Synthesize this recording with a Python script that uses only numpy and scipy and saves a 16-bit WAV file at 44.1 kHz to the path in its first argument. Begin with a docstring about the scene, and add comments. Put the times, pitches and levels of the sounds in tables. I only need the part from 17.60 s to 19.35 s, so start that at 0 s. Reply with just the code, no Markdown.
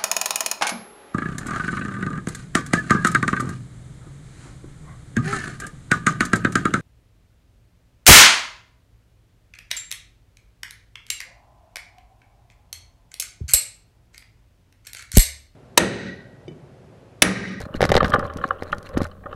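"""On a gravel track, bicycle tyres roll slowly and come to a stop, close to the microphone.
Stones crack under the tread (sharp pushes), knock together (short hollow modes) and spit grit (noise snaps).
Pebbles clack, the tread scuffs loose grit, and bumps thud through the bike as short bass swings.
Rolling is rumbling noise and random clicks; stones leave a noise tail, over a faint hiss.
The crunch is dense at first, then thins to single stones, with a strong double thud near the end."""
import sys
import numpy as np
from scipy import signal
from scipy.io import wavfile
from scipy.ndimage import uniform_filter1d

SR = 44100
rng = np.random.default_rng(int(sys.argv[2]) if len(sys.argv) > 2 else 0)


def persist_wave(psi):
    """Save psi, clipped to +-1, as 16-bit WAV."""
    counts = np.round(np.clip(psi, -1, 1) * 32767).astype(np.int16)
    wavfile.write(sys.argv[1], SR, np.atleast_2d(counts).T)


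N = 77175  # samples, 1.75 s
T = np.arange(N) / SR
BRIEF = T[:4096]  # time axis of one short sound, about 93 ms


def amp(db):
    """Turns decibels into gain."""
    return 10 ** (np.asarray(db) / 20)


def evened(x):
    """Scales a steady sound to rms 1."""
    return x / np.sqrt(np.mean(x ** 2) + 1e-20)


def blow(x):
    """Scales a short sound to the energy of one millisecond at full level."""
    return x / np.sqrt(np.sum(x ** 2) * 1000 / SR + 1e-20)


def add(mix, start_s, sound):
    """Mixes a sound in at its start time, cutting what runs past the end."""
    part = mix[max(round(start_s * SR), 0):][:len(sound)]
    part += sound[:len(part)]


def colour(x, points, tilt_db=0):
    """Filters through (Hz, dB) points, tilted per octave above the second point, with no pre-echo."""
    size = 8192
    octave = np.log2(abs(np.fft.fftfreq(size, 1 / SR)) + 1)
    hz, db = np.transpose(points)
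    tilt = tilt_db * np.maximum(octave - np.log2(hz[1]), 0)
    log_gain = np.log(amp(np.interp(octave, np.log2(hz), db) + tilt))
    # The Hilbert transform finds the minimum phase that belongs to this gain
    spectrum = np.exp(np.conj(signal.hilbert(log_gain)))
    kernel = np.fft.ifft(spectrum).real[:size // 2]
    return signal.fftconvolve(x, kernel)[:len(x)]


def burst(decay_s):
    """Makes a brief puff of dying noise."""
    return rng.standard_normal(len(BRIEF)) * np.exp(-BRIEF / decay_s)


def patter(per_s, spread_db):
    """Scatters random clicks of very unequal size."""
    size = amp(spread_db * np.minimum(rng.exponential(1, N), 4))
    sign = rng.choice([-1, 1], N)
    return size * sign * (rng.random(N) < per_s / SR)


def swell(swell_s, decay_s):
    """Shapes a soft rise and an exponential fall."""
    rise = (1 - np.exp(-(BRIEF / swell_s) ** 2)) ** 2
    return rise * np.exp(-BRIEF / decay_s)


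# Stones cracking under the tread: start_s, level_db, brightness_db_per_octave
CRACKS = [(.009, -21.5, -3.5), (0.2073, -5.5, -0.5), (.218, -16, 6.5), (0.2279, 0.5, -0.5), (.2335, -15, 0),
          (0.2403, -15, 8), (.2523, -11.5, 3), (0.2919, -24, 10), (.302, -13.5, 0.5), (.318, 1, 0),
          (.323, -9.5, -1.5), (0.3424, -17, 8), (.353, 0.5, 0.5), (0.3663, -9.5, 6.5), (0.3682, -4, 1.5),
          (.376, -3.5, -2), (.3785, -11, 6), (0.43, -6.5, -1.5), (0.4457, -17.5, 6.5), (.448, -15.5, 1),
          (1.024, -18.5, -0.5), (1.3728, -20.5, 2.5), (1.377, -22, 0.5), (1.4042, -13.5, -6.5),
          (1.417, -20, 1.5)]
# Tone of the push: frequency_hz, gain_db
CRACK_COLOUR = [(40, -1), (130, -3), (300, -7.5), (510, 7), (640, 2), (770, 0.5), (980, -7.5), (1400, -12),
                (1850, -7), (2600, -20), (4000, -24.5), (5600, -29.5), (8000, -67), (16000, -88)]
# Tone of the grating and the splinters: frequency_hz, gain_db
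SPLINTER_COLOUR = [(100, -18.5), (700, -2.5), (1300, 3.5), (1900, 6.5), (2600, -7.5), (3800, -4.5),
                   (5600, -15), (7500, -23.5), (11000, -31.5), (16000, -39)]
SPLINTER_DB, SPLINTER_S = -13.5, 0.0025  # level for a crack of brightness 0, decay
STRAIN_SHARE, STRAIN_S, LEAD_S = .3, 0.0012, .008  # grating before the break: strength, swell, longest lead


def cracks():
    """A stone grates, gives way in one sharp push, and splinters follow."""
    out = np.zeros(N)
    lead = int(LEAD_S * SR)
    for start_s, level_db, bright_db in CRACKS:
        impulse = 1. * (BRIEF == 0)
        push = -blow(colour(impulse, CRACK_COLOUR, bright_db))
        grating = STRAIN_SHARE * burst(STRAIN_S)[:lead][::-1]  # reversed, so it grows
        splinters = blow(colour(np.r_[grating, burst(SPLINTER_S)], SPLINTER_COLOUR))
        add(out, start_s, amp(level_db) * push)
        # Brighter cracks splinter more loudly
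        add(out, start_s - LEAD_S, amp(level_db + SPLINTER_DB + 2 * bright_db) * splinters)
    return out


# Stones knocking together: start_s, level_db, pitch_hz, brightness_db_per_octave
KNOCKS = [(.0505, -27, 1250, -10), (.085, -30, 1220, -13), (.1395, -25.5, 1270, -11),
          (.404, -3.5, 1214, 4.5), (.4465, -16, 1462, 9.5), (0.455, -18, 1285, 7),
          (0.5184, -14.5, 1240, 4.5), (.5305, -17.5, 1230, 2), (0.5356, 0, 1229, 2),
          (.5445, -7, 1093, -5.5), (0.557, -8, 1161, -0.5), (.594, -14.5, 1200, 1), (.604, -25.5, 1190, 2),
          (0.6253, -17.5, 1173, -4.5), (.651, -20, 1140, -2.5), (.698, -23.5, 1183, 6),
          (0.707, -28, 1260, -7), (.784, -27.5, 1257, 4), (.812, -24, 1198, 4), (.838, -8, 1146, 1.5),
          (0.9056, -6.5, 1156, 1.5), (1.126, -8.5, 1255, 4.5), (1.366, -23.5, 1250, 1),
          (1.403, -16.5, 1140, -11), (1.45, -21.5, 1286, -3), (1.5125, -38.5, 1194, 9),
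          (1.636, -36, 1640, -6), (1.657, -23, 1269, -1.5), (1.663, -24, 1166, -8),
          (1.7265, -22.5, 1180, 6)]
# What a knock rings with: ratio_to_pitch, level_db, swell_s, decay_s, share_it_starts_sharp
KNOCK_MODES = [(.46, -5, 0.0047, 0.0046, 0.0097), (.66, -10.5, 0.003, 0.0099, 0.022),
               (.93, 1, .003, 0.0024, 0.36), (1.13, -5.5, 0.0034, 0.003, 0.016),
               (1.42, -9, 0.0032, 0.0027, 0.014), (2.55, -26, 0.002, 0.0046, 0.017),
               (3.1, -36.5, 0.0012, 0.006, 0.07)]
# Tone of the scrape in each knock: frequency_hz, gain_db
SCRAPE_COLOUR = [(100, 6.5), (930, -2.5), (1060, 10), (1400, 11.5), (1850, 3), (2150, -7), (3200, -18),
                 (4200, -21.5), (6000, -52), (16000, -53)]
SCRAPE_DB, SCRAPE_S = -7.5, 0.0017  # level against the ringing, noise decay
GLIDE_S = 0.0028  # time for the pitch to settle


def knocks():
    """Hollow modes swell, sag in pitch and die within milliseconds, with a rough scrape."""
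    out = np.zeros(N)
    settle = GLIDE_S * (1 - np.exp(-BRIEF / GLIDE_S))
    for start_s, level_db, pitch_hz, bright_db in KNOCKS:
        ring = 0
        for ratio, mode_db, swell_s, decay_s, sharp in KNOCK_MODES:
            cycles = pitch_hz * ratio * (BRIEF + sharp * settle)
            wave = np.sin(2 * np.pi * (cycles + rng.random()))
            mode = blow(swell(swell_s, decay_s) * wave)
            ring = ring + amp(mode_db + bright_db * np.log2(ratio)) * mode
        scrape = blow(colour(BRIEF * burst(SCRAPE_S), SCRAPE_COLOUR, bright_db))
        add(out, start_s, amp(level_db) * blow(blow(ring) + amp(SCRAPE_DB) * scrape))
    return out


# Grit snapping: start_s, level_db
GRIT = [(.0053, -30.5), (0.0157, -28), (0.056, -35), (.16, -22), (0.209, -22), (0.216, -18), (0.228, -33),
        (0.2317, -28), (0.241, -36), (.2473, -22), (0.2536, -17), (.264, -33), (0.2948, -15.5),
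        (0.301, -38), (0.3217, -19), (.341, -37), (0.354, -14.5), (0.3688, -29), (0.377, -56), (0.382, -47),
        (0.445, -35), (.4568, -30), (0.462, -26), (0.4686, -28), (0.4808, -28), (0.489, -37), (0.4955, -32),
        (0.5023, -23), (0.541, -20.5), (.545, -24), (0.593, -27), (0.643, -33), (0.653, -37), (0.665, -33),
        (0.7366, -35.5), (0.771, -22), (0.8778, -33), (0.888, -36), (1.033, -29.5), (1.122, -32.5),
        (1.147, -33.5), (1.1828, -26.5), (1.228, -35), (1.259, -39), (1.2904, -27), (1.3772, -19.5),
        (1.3849, -24), (1.4159, -30), (1.4202, -25), (1.4313, -26), (1.4431, -22.5), (1.467, -32)]
# Tone of grit, also used for the fine grit in rolling: frequency_hz, gain_db
GRIT_COLOUR = [(100, 27), (900, 5), (1800, 5.5), (2700, -1.5), (4200, -1), (5600, 1.5), (7000, -5),
               (9000, -8.5), (11400, -5.5), (12500, -16.5), (16000, -28)]
GRIT_RISE_S, GRIT_S = .0006, 0.00034  # rise and decay of the snap
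GRIT_TAIL, GRIT_TAIL_S = 0.12, 0.0024  # weaker, longer part: strength, decay


def grit():
    """Tiny bright snaps are puffs of noise with a very short rise and fall."""
    out = np.zeros(N)
    rise = 1 - np.exp(-(BRIEF / GRIT_RISE_S) ** 2)
    for start_s, level_db in GRIT:
        snap = (burst(GRIT_S) + GRIT_TAIL * burst(GRIT_TAIL_S)) * rise
        add(out, start_s, amp(level_db) * blow(colour(snap, GRIT_COLOUR)))
    return out


# Small pebbles clacking: start_s, level_db, pitch_hz
CLACKS = [(.133, -60, 4100), (0.14, -31, 2900), (0.5303, -28, 3100), (0.678, -44, 3150), (0.783, -43, 2980),
          (0.813, -51, 3000), (.961, -54, 2840), (0.984, -48, 2830), (0.992, -45, 3120), (1.119, -34, 2800),
          (1.268, -38.5, 2750), (1.514, -46.5, 2950), (1.513, -50, 4170), (1.712, -49, 2960),
          (1.728, -45, 2680)]
CLACK_SWELL_S, CLACK_DECAY_S = 0.0011, 0.0023
CLACK_ROUGH = .6  # depth of a pebble's chatter


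def clacks():
    """Each pebble chatters briefly and rings one short, high mode."""
    out = np.zeros(N)
    for start_s, level_db, pitch_hz in CLACKS:
        wobble = evened(uniform_filter1d(rng.standard_normal(len(BRIEF)), size=50))
        chatter = 1 + CLACK_ROUGH * wobble
        ring = swell(CLACK_SWELL_S, CLACK_DECAY_S) * np.sin(2 * np.pi * pitch_hz * BRIEF)
        add(out, start_s, amp(level_db) * blow(chatter * ring))
    return out


# Tread scuffing over loose grit: start_s, length_s, level_db
SCUFFS = [(.0, 0.045, -45), (0.043, 0.024, -45.5), (0.147, 0.031, -37), (0.234, 0.05, -41.5),
          (0.334, 0.02, -34), (0.428, 0.053, -37), (0.638, 0.027, -45.5), (0.819, 0.059, -45),
          (1.001, 0.034, -53), (1.053, 0.061, -50.5), (1.243, 0.038, -46.5), (1.328, 0.023, -47.5),
          (1.401, 0.071, -41)]
# Tone of the scuffs: frequency_hz, gain_db
SCUFF_COLOUR = [(100, -9), (900, -14.5), (1500, 16.5), (2000, 10.5), (2400, 6), (3100, -8.5), (4200, 10.5),
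                (4900, -17), (7000, -9.5), (11400, -20), (12500, -19), (16000, -39)]


def scuffs():
    """Short rushes of many tiny grains are random clicks that swell and fade."""
    level = np.zeros(N)
    for start_s, length_s, level_db in SCUFFS:
        arch = np.hanning(max(int(length_s * SR), 3)) ** .5
        add(level, start_s, amp(level_db) * arch)
    grains = patter(per_s=3100, spread_db=5.5)
    return level * evened(colour(grains, SCUFF_COLOUR))


# Bumps thudding through the bike: start_s, level_db, pitch_hz
THUDS = [(0.034, -19.5, 79), (0.064, -22.5, 178), (.105, -26, 147), (0.175, -19, 89), (0.1481, -14.5, 242),
         (.22, -5, 94), (0.236, -12.5, 139), (0.2444, -10, 235), (0.253, -13, 153), (0.29, -15.5, 131),
         (.302, -7, 139), (0.308, -33, 240), (0.325, -13.5, 121), (0.341, -16, 134), (.357, -6, 146),
         (0.371, -17, 129), (0.429, -17, 172), (.444, -7, 184), (0.496, -15, 190), (0.531, -26, 123),
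         (0.55, -13, 213), (0.5845, -13, 228), (0.647, -26, 107), (0.7595, -19, 202), (0.808, -24, 139),
         (0.852, -19, 233), (1.0232, -22.5, 287), (1.357, -15, 65), (1.3723, -5.5, 264), (1.416, -9.5, 240),
         (1.443, -30, 111), (1.657, -28.5, 275)]
THUD_CYCLES = 0.43  # cycles until the swell of a thud peaks
FRAME_HZ, FRAME_DECAY_S, FRAME_DB = 87.2, 0.052, -25.5  # low ring of the bike; level against the thud


def thuds():
    """Each bump is a cycle or two of bass and leaves the bike ringing."""
    out = np.zeros(N)
    t = T[:SR // 2]
    ring = np.exp(-t / FRAME_DECAY_S) * np.sin(2 * np.pi * FRAME_HZ * t)
    for start_s, level_db, pitch_hz in THUDS:
        age = t * pitch_hz / THUD_CYCLES
        envelope = age ** 2 * np.exp(-2 * age)
        bump = blow(-envelope * np.sin(2 * np.pi * pitch_hz * t))
        add(out, start_s, amp(level_db) * (bump + amp(FRAME_DB) * ring))
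    return out


JOLT_S, JOLT_DB, JOLT_HZ, JOLT_DECAY_S = 1.417, -27.5, 83.3, 0.049  # start, level, pitch, decay


def shudder():
    """A hard jolt near the end leaves a louder low ring in the bike: one dying sine."""
    age = np.maximum(T - JOLT_S, 0)
    return amp(JOLT_DB) * np.exp(-age / JOLT_DECAY_S) * np.sin(2 * np.pi * JOLT_HZ * age)


# Uneven rolling, swelling and fading: time_s, rumble_db, crunch_db (before the lift below), fine_grit_db
ROLL = [(0.0, -31.5, -43, -35.5), (0.058, -62, -47, -56), (0.154, -38, -45.5, -80), (0.248, -29, -37, -42),
        (0.354, -31, -30.5, -71), (0.394, -26, -34.5, -61), (0.438, -29.5, -27.5, -52),
        (0.51, -34, -34, -64), (0.588, -34, -31, -52), (0.692, -37, -41, -64), (0.798, -37, -40.5, -51),
        (0.872, -43.5, -42.5, -63), (1.106, -39, -43, -56), (1.276, -40, -48.5, -59),
        (1.378, -33, -36, -70), (1.48, -49.5, -52, -54.5), (1.628, -48.5, -54.5, -95),
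        (1.75, -39, -42, -57)]
# Tone of the tyre rumble: frequency_hz, gain_db
RUMBLE_COLOUR = [(15, 4.5), (28, -7.5), (50, 3), (68, -4), (88, 9), (115, -6.5), (200, -3), (320, -22),
                 (600, -32), (2000, -80)]
# Tone of the crunch: frequency_hz, gain_db
CRUNCH_COLOUR = [(100, -35), (250, -0.5), (400, 3.5), (530, 9.5), (620, 9), (690, -8), (780, -0.5),
                 (940, -10.5), (1080, 4.5), (1380, -4), (1800, -10), (2200, -23), (3000, -21.5),
                 (4200, -31.5), (5500, -79), (16000, -68)]
CRUNCH_LIFT_DB = 2
LUMP_DB, LUMP_S = 6.5, 0.045  # slow unevenness of the rumble: greatest rise or fall, half window length


def rolling():
    """Tyre rumble is lumpy noise; the crunch of small stones and the fine grit are random clicks."""
    time_s, *levels = np.transpose(ROLL)
    rumble_level, crunch_level, fine_level = (amp(np.interp(T, time_s, level)) for level in levels)
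    window = np.hanning(int(2 * LUMP_S * SR))
    lumps = evened(signal.fftconvolve(rng.standard_normal(N), window, "same"))
    lumpy_noise = rng.standard_normal(N) * amp(LUMP_DB * np.tanh(lumps))
    rumble = evened(colour(lumpy_noise, RUMBLE_COLOUR))
    crunch = evened(colour(patter(per_s=840, spread_db=3), CRUNCH_COLOUR))
    fine = evened(colour(patter(per_s=1400, spread_db=7.5), GRIT_COLOUR))
    return rumble_level * rumble + amp(CRUNCH_LIFT_DB) * crunch_level * crunch + fine_level * fine


def after_ring(x, points, t60_s, level_db):
    """A diffuse, coloured tail: each sound is smeared by noise that falls 60 dB in t60_s."""
    tail = rng.standard_normal(N) * amp(-60 * T / t60_s) * (1 - np.exp(-T / 0.0017))
    smeared = signal.fftconvolve(x, tail / np.linalg.norm(tail))[:N]
    return amp(level_db) * colour(smeared, points)


# Tone of the quick scatter from the ground and the bike: frequency_hz, gain_db
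EARLY_COLOUR = [(60, -8), (250, 0), (600, -1), (2500, -5), (16000, -12)]


def early_scatter(stones):
    """The ground and the bike scatter the stone sounds into a quick tail."""
    return after_ring(stones, EARLY_COLOUR, t60_s=.06, level_db=-13)


# Tone of the hollow after-ring of every stone: frequency_hz, gain_db
RING_COLOUR = [(60, -60), (250, -6), (400, -4.5), (540, 8.5), (680, 2.5), (775, 1), (930, -13), (1070, 1.5),
               (1200, -7), (1400, -2), (1800, -9), (2200, -9), (3100, -7.5), (6000, -47), (16000, -40)]
SHARP_RING_DB = -9  # cracks, grit and scuffs ring on less than knocks and clacks


def hollow_ring(sharp, hollow):
    """Every stone sound rings on in a longer, hollow tail."""
    return after_ring(amp(SHARP_RING_DB) * sharp + hollow, RING_COLOUR, t60_s=0.35, level_db=-15)


# Tone of the faint hiss: frequency_hz, gain_db
HISS_COLOUR = [(100, 8), (1500, -5), (4200, -5.5), (5000, -11), (10000, -9.5), (16000, -12)]


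def hiss():
    """Faint steady noise lies under everything."""
    return amp(-67) * evened(colour(rng.standard_normal(N), HISS_COLOUR))


def scene():
    """Adds up stones and their tails, bumps, rolling and hiss."""
    sharp = cracks() + grit() + scuffs()
    hollow = knocks() + clacks()
    stones = sharp + hollow
    tails = early_scatter(stones) + hollow_ring(sharp, hollow)
    bike = thuds() + shudder()
    return (stones + tails + bike + rolling() + hiss())[None]


OVERLOAD = .72  # the level that peaks cannot pass
EDGE_HZ = 15900  # top of the band


def record(dry):
    """The loudest peaks overload the microphone and are rounded off; then the top of the band is cut."""
    clipped = dry / (1 + (dry / OVERLOAD) ** 8) ** (1 / 8)
    lowpass = signal.firwin(511, EDGE_HZ, window=("kaiser", 9), fs=SR)
    return signal.oaconvolve(clipped, lowpass[None], "same")


dry = scene()
out = record(dry)
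persist_wave(out)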